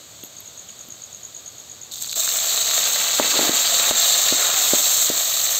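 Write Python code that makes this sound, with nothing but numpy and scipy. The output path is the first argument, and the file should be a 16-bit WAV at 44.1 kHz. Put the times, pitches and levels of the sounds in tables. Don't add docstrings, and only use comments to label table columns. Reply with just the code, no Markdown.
import sys
import numpy as np
from scipy import signal
from scipy.fft import rfft, irfft, next_fast_len
from scipy.io import wavfile
from scipy.ndimage import uniform_filter1d, map_coordinates

SR = 44100
rng = np.random.default_rng(int(sys.argv[2]) if len(sys.argv) > 2 else 0)


def generate_wav(signal):
    frames = np.transpose(np.atleast_2d(signal))
    scaled = np.clip(frames, -1, 1) * 32767
    pcm = np.round(scaled).astype(np.int16)
    wavfile.write(sys.argv[1], SR, pcm)


N = 246519

# start in seconds, peak level in dB, contact time in ms.
KNOCKS = [(0.2353, -30.5, 2.7), (0.884, -38, 4.4), (2.168, -30, 1.4), (3.1981, -1.5, 0.48),
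          (3.392, -12, 1.3), (3.493, -12, 2.4), (3.795, -25, 1.8), (3.911, -9.5, 0.55), (4.324, -11.5, 1.8),
          (4.7345, -6, 1.67), (5.1, -12.5, 2.14)]

TOP_HZ = 15650
LAND_S = 2.1
DRY_FROM_S = 4.39
LUMP_DB = -21


def amp(db):
    return 10 ** (np.asarray(db) / 20)


def unit(x):
    return x / np.sqrt(np.mean(x ** 2) + 1e-20)


def wobble(rate):
    knots = rng.standard_normal(int(N * rate / SR) + 4)
    return map_coordinates(knots, [np.arange(N) * rate / SR])


def add(track, s, sound):
    part = track[max(0, round(s * SR)):][:len(sound)]
    part += sound[:len(part)]


def since(s):
    return np.maximum(np.arange(N) / SR - s, 0)


def swell(s, attack, hold, release):
    return np.minimum(since(s) / attack, 1) * np.exp(-since(s + attack + hold) / release)


def colour(x, points, size=4096):
    hz, db = np.transpose(points)
    log_bins = np.log(np.fft.rfftfreq(size, 1 / SR) + 1)
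    gain = amp(np.interp(log_bins, np.log(hz), db))
    cepstrum = irfft(np.log(gain))
    cepstrum[1:size // 2] *= 2
    cepstrum[size // 2 + 1:] = 0
    impulse = irfft(np.exp(rfft(cepstrum)))
    return signal.fftconvolve(x, impulse)[:N]


def crackle(rate, spread_db, life, hiss_db):
    size = amp(spread_db * np.minimum(rng.standard_normal(N), 2.1))
    bursts = (rng.random(N) < rate / SR) * size ** 2 / rate
    power = signal.lfilter([1], [1, -np.exp(-2 / (life * SR))], bursts)
    envelope = np.sqrt(power / power.mean() + amp(hiss_db) ** 2)
    return unit(envelope * rng.standard_normal(N))


def onions():
    # frequency in Hz, level in dB per Hz.
    onion_tone = [(40, -40), (150, -8), (300, -7.5), (430, -5.5), (650, -3), (900, -9.5), (1200, -7.5),
                  (1900, -11.5), (2800, -9.5), (3700, -1.5), (5300, -4.5), (7000, 1.5), (8600, -8.5),
                  (15000, -15.5)]
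    grains = crackle(rate=2500, spread_db=1.5, life=0.00057, hiss_db=4.5)
    return amp(-42 + 0.13 * wobble(14.0)) * unit(colour(grains, onion_tone))


def room():
    # frequency in Hz, level in dB per Hz.
    room_tone = [(25, -43), (45, -24), (75, -2), (115, 2), (170, -6), (300, -11), (900, -35), (4000, -60)]
    return amp(-58.0) * unit(colour(rng.standard_normal(N), room_tone, size=16384))


def insect(pip_hz=6680, fall_hz_per_s=110000, width=0.0017, gap=.0178, wet_db=-4, t60=0.17):
    # start in seconds, level in dB before each pip's own offset.
    chirps = [(0.2299, -29.5), (0.3689, -28), (0.46, -27), (0.5777, -26), (0.6886, -28), (0.793, -27.5),
              (0.9058, -24), (1.0212, -25.5), (1.1302, -26), (1.234, -25), (1.3494, -24.5), (1.4626, -24),
              (1.5835, -27), (1.699, -26.5), (1.8166, -25.5), (1.9207, -30)]
    first_pip_db, second_pip_db = -3, -1.5
    out = np.zeros(N)
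    t = np.arange(-SR // 200, SR // 200) / SR
    late = np.arange(SR // 8) / SR
    for s, chirp_db in chirps:
        for at, db in ((s, chirp_db + first_pip_db), (s + gap, chirp_db + second_pip_db)):
            hz = pip_hz + 50 * rng.standard_normal() - fall_hz_per_s * t / 2
            envelope = np.exp(-(t / (width * rng.uniform(0.87, 1.14))) ** 2 / 2)
            pip = envelope * np.sin(2 * np.pi * hz * t)
            walls = rng.standard_normal(len(late)) * amp(-60 * late / t60) * (late > .002)
            walls *= amp(wet_db) / np.linalg.norm(walls)
            walls[0] = 1
            add(out, at + t[0], amp(db) * signal.fftconvolve(pip, walls))
    return out


def scratches(sharpness=6):
    # middle in seconds, rms level in dB before the stroke's taper, pitch in Hz, length in seconds.
    rubs = [(0.236, -38, 3600, 0.0086), (0.255, -43, 13000, .05), (0.621, -52, 514, .02),
            (0.695, -41, 3000, 0.017), (3.232, -23.5, 2400, 0.027), (3.311, -23.5, 2760, 0.027),
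            (3.345, -28.5, 1240, .035), (3.379, -21.5, 4170, .09), (3.582, -27, 3480, 0.045),
            (3.67, -25, 4760, 0.13)]
    out = np.zeros(N)
    slips = crackle(rate=1200, spread_db=4, life=.0005, hiss_db=-8)
    for s, db, hz, length in rubs:
        stroke = np.hanning(int(length * SR))
        rough = slips[int(s * SR):][:len(stroke)]
        rasp = signal.lfilter(*signal.iirpeak(hz, sharpness, SR), rough)
        add(out, s - length / 2, amp(db) * stroke * unit(rasp))
    return out


def pan_ring():
    # frequency in Hz, mean level in dB, 60 dB decay time in seconds.
    modes = [(260, -11.5, 0.084), (328, 4.5, 0.025), (460, 8.5, 0.014), (595, 9.5, 0.023),
             (815, 11.5, 0.0061), (1190, -25, .014)]
    t = np.arange(SR // 10) / SR
    ring = np.zeros(len(t))
    for hz, db, t60 in modes:
        ring += amp(db + rng.standard_normal() - 60 * t / t60) * np.cos(2 * np.pi * hz * t)
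    return signal.sosfilt(signal.butter(1, 170, "high", fs=SR, output="sos"), ring)


def knocks():
    out = np.zeros(N)
    for s, db, contact_ms in KNOCKS:
        push = np.hanning(max(3, int(contact_ms * SR / 1000)))
        knock = np.convolve(push, pan_ring())
        add(out, s, amp(db) * knock / abs(knock).max())
    return out


def scrape():
    drag_db, drag_fade_db_per_s = -23, 193
    push_s, push_db = 3.31, -27
    slip_tone = [(80, -19), (240, 3), (450, -1.5), (1200, -6.5), (3000, 2)]  # Hz, dB per Hz
    slips = colour(crackle(rate=500, spread_db=3.5, life=0.0011, hiss_db=-0.5), slip_tone)
    push = amp(push_db) * swell(push_s, attack=0.052, hold=0.083, release=0.072)
    drags = np.zeros(N)
    for s, db, _ in KNOCKS:
        drags += (since(s) > 0) * amp(db + drag_db - drag_fade_db_per_s * since(s))
    rubbing = unit(signal.fftconvolve(slips, pan_ring())[:N])
    return np.hypot(push, drags) * rubbing


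def ticks_and_spits(count=50):
    # start in seconds, peak level in dB, pitch in Hz.
    placed = [(0.238, -21, 13100), (.4045, -21, 13100), (0.886, -28, 13600), (2.0235, -10, 7500),
              (2.045, -14.5, 4600), (2.129, -14, 4060), (2.2367, -11, 7250), (2.277, -17, 1530),
              (2.2904, -7.5, 4030), (2.379, -11, 7040), (2.411, -10, 7300), (2.576, -7, 3940),
              (3.165, -17, 4230)]
    t60, tick_db = .007, -2
    stray_db, stray_spread_db, stray_hz = -15, 2, 5700
    out, t = np.zeros(N), np.arange(SR // 50) / SR
    strays = []
    for _ in range(count):
        s = rng.uniform(LAND_S, N / SR)
        db = rng.normal(stray_db, stray_spread_db)
        strays.append((s, db, stray_hz * 2 ** rng.uniform(-0.46, 0.53)))
    for s, db, hz in placed + strays:
        tick = amp(tick_db) * rng.standard_normal(len(t))
        burst = (np.sin(2 * np.pi * hz * t) + tick) * amp(-60 * t / t60)
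        band = signal.butter(1, [hz / 2, min(2 * hz, TOP_HZ)], "band", fs=SR, output="sos")
        burst = signal.sosfilt(band, burst)
        add(out, s, amp(db) * burst / abs(burst).max())
    return out


def flare():
    # start in seconds, fizz level in dB, hold in seconds.
    contacts = [(1.911, -34, 0.34), (2.003, -29, 0.027), (2.151, -21, 3.5), (3.293, -28.5, .18),
                (3.538, -23.5, 0.45), (3.973, -21, 0.456), (4.571, -19.5, 0.487), (5.39, -28.5, 0.028)]
    power = np.zeros(N)
    for s, db, hold in contacts:
        power += (amp(db - LUMP_DB) * swell(s, 0.0073, hold, 0.063)) ** 2
    return np.sqrt(power)


def boil_db():
    cold_db, warm_s = 11.5, 0.38
    dry_db_per_s = 4.5
    return -cold_db * np.exp(-since(LAND_S) / warm_s) - dry_db_per_s * since(DRY_FROM_S)


def bowl(x, echo_db=-17, count=7):
    out = x.copy()
    for delay in rng.uniform(.001, .009, count):
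        add(out, delay, amp(echo_db) * wobble(1.476) * x)
    return unit(out)


def paste():
    # frequency in Hz, level in dB per Hz.
    sizzle_tone = [(300, -59), (3000, -28), (4600, -34), (5300, -5), (6400, -1), (7000, -3), (7500, 2.5),
                   (7900, -6), (8500, -5), (11000, -14.5), (13500, -9.5), (15500, -10)]
    spatter_tone = [(300, -39), (2500, -26), (3300, -8.5), (3650, 0), (3950, 1.5), (4500, -1.5),
                    (5200, -4.5), (7000, -2.5), (15000, -30.5)]
    bubble_tone = [(40, -33), (180, -15), (350, -16.5), (520, -4.5), (680, 1), (800, -3.5), (930, -9),
                   (1230, -0.5), (1550, -5.5), (1900, -3.5), (2200, -5), (3100, -1), (4200, -1.5),
                   (7000, -43.5)]
    bursts_per_s, bursts_grow = 2300, 1.4
    surge_db, surges_per_s = 0.52, 13
    finer_db_per_s, fine_hz = 2.5, 9900
    spatter_db, spatter_follows, spatter_boils = -21.5, 0.4, 0.64
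    bubble_db, bubble_follows = -27, 1.13

    strength = flare() * amp(surge_db * wobble(surges_per_s))
    boil = boil_db()
    rate = bursts_per_s * np.maximum(strength, .3) ** bursts_grow
    flurry = wobble(70)
    fizz = crackle(rate, spread_db=3.5, life=0.003, hiss_db=-9.5) * amp(0.9 * flurry)
    drops = crackle(rate * 0.4, spread_db=4.5, life=0.00057, hiss_db=-4) * amp(0.34 * flurry)
    pops = crackle(rate * .3, spread_db=6.0, life=0.00048, hiss_db=0.5) * amp(0.67 * flurry)

    sizzle = amp(LUMP_DB) * strength * bowl(colour(fizz, sizzle_tone))
    finest = signal.sosfiltfilt(signal.butter(4, fine_hz, "high", fs=SR, output="sos"), sizzle)
    sizzle = sizzle + (amp(finer_db_per_s * since(DRY_FROM_S)) - 1) * finest

    spatter_gain = amp(spatter_db + spatter_boils * boil) * strength ** spatter_follows
    spatter = spatter_gain * bowl(colour(drops, spatter_tone))

    bubble_gain = amp(bubble_db + boil) * np.minimum(strength, 1) ** bubble_follows
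    bubbling = bubble_gain * bowl(colour(pops, bubble_tone))
    return sizzle + spatter + bubbling


def thuds(push=0.003):
    # start in seconds, peak level in dB.
    shifts = [(3.197, -38), (3.906, -36)]
    out, u = np.zeros(N), np.arange(SR // 10) / SR / push
    for s, db in shifts:
        pulse = u * (2 - u) * np.exp(-u)
        add(out, s, amp(db) * pulse / pulse.max())
    return out


def dips(length=0.044):
    # start in seconds, depth in dB.
    dip_rows = [(3.198, 1), (3.493, 4.5), (3.91, 5.5)]
    dip_db = np.zeros(N)
    for s, depth_db in dip_rows:
        add(dip_db, s, -depth_db * signal.windows.tukey(int(length * SR)))
    return amp(dip_db)


def stirs():
    # start in seconds, rms level in dB, hold in seconds.
    sweeps = [(3.34, -30.5, .17), (3.767, -29, 0.12), (4.357, -29.5, 0.091), (4.533, -36, 0.17)]
    # frequency in Hz, level in dB per Hz.
    stir_tone = [(200, -22), (600, 0.5), (950, -6.5), (1350, 1), (2200, -4), (5000, -13.5)]
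    strokes = sum(amp(db) * swell(s, 0.043, hold, 0.066) for s, db, hold in sweeps)
    squelch = crackle(rate=1600, spread_db=1, life=0.0012, hiss_db=-1.5)
    return strokes * bowl(colour(squelch, stir_tone))


def scene():
    contacts = knocks() + thuds() + scrape() + scratches()
    wet_food = (paste() + stirs()) * dips()
    return (onions() + wet_food + ticks_and_spits() + contacts + insect() + room())[None]


def record(dry, ceiling=0.64):
    # low edge in Hz, high edge in Hz, depth in dB.
    hollows = [(4687, 6133, -7), (7750, 7200, -3), (8490, 11590, -18), (12380, 9900, -4)]
    rounded = dry / (1 + (dry / ceiling) ** 4) ** (1 / 4)
    size = next_fast_len(N + SR // 2)
    hz = np.fft.rfftfreq(size, 1 / SR)
    db = sum(depth_db * ((hz >= low) & (hz < high)) for low, high, depth_db in hollows)
    gain = uniform_filter1d(amp(db) * (hz < TOP_HZ), size=600)
    return irfft(rfft(rounded, size) * gain, size)[:, :N]


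dry = scene()
out = record(dry)
generate_wav(out)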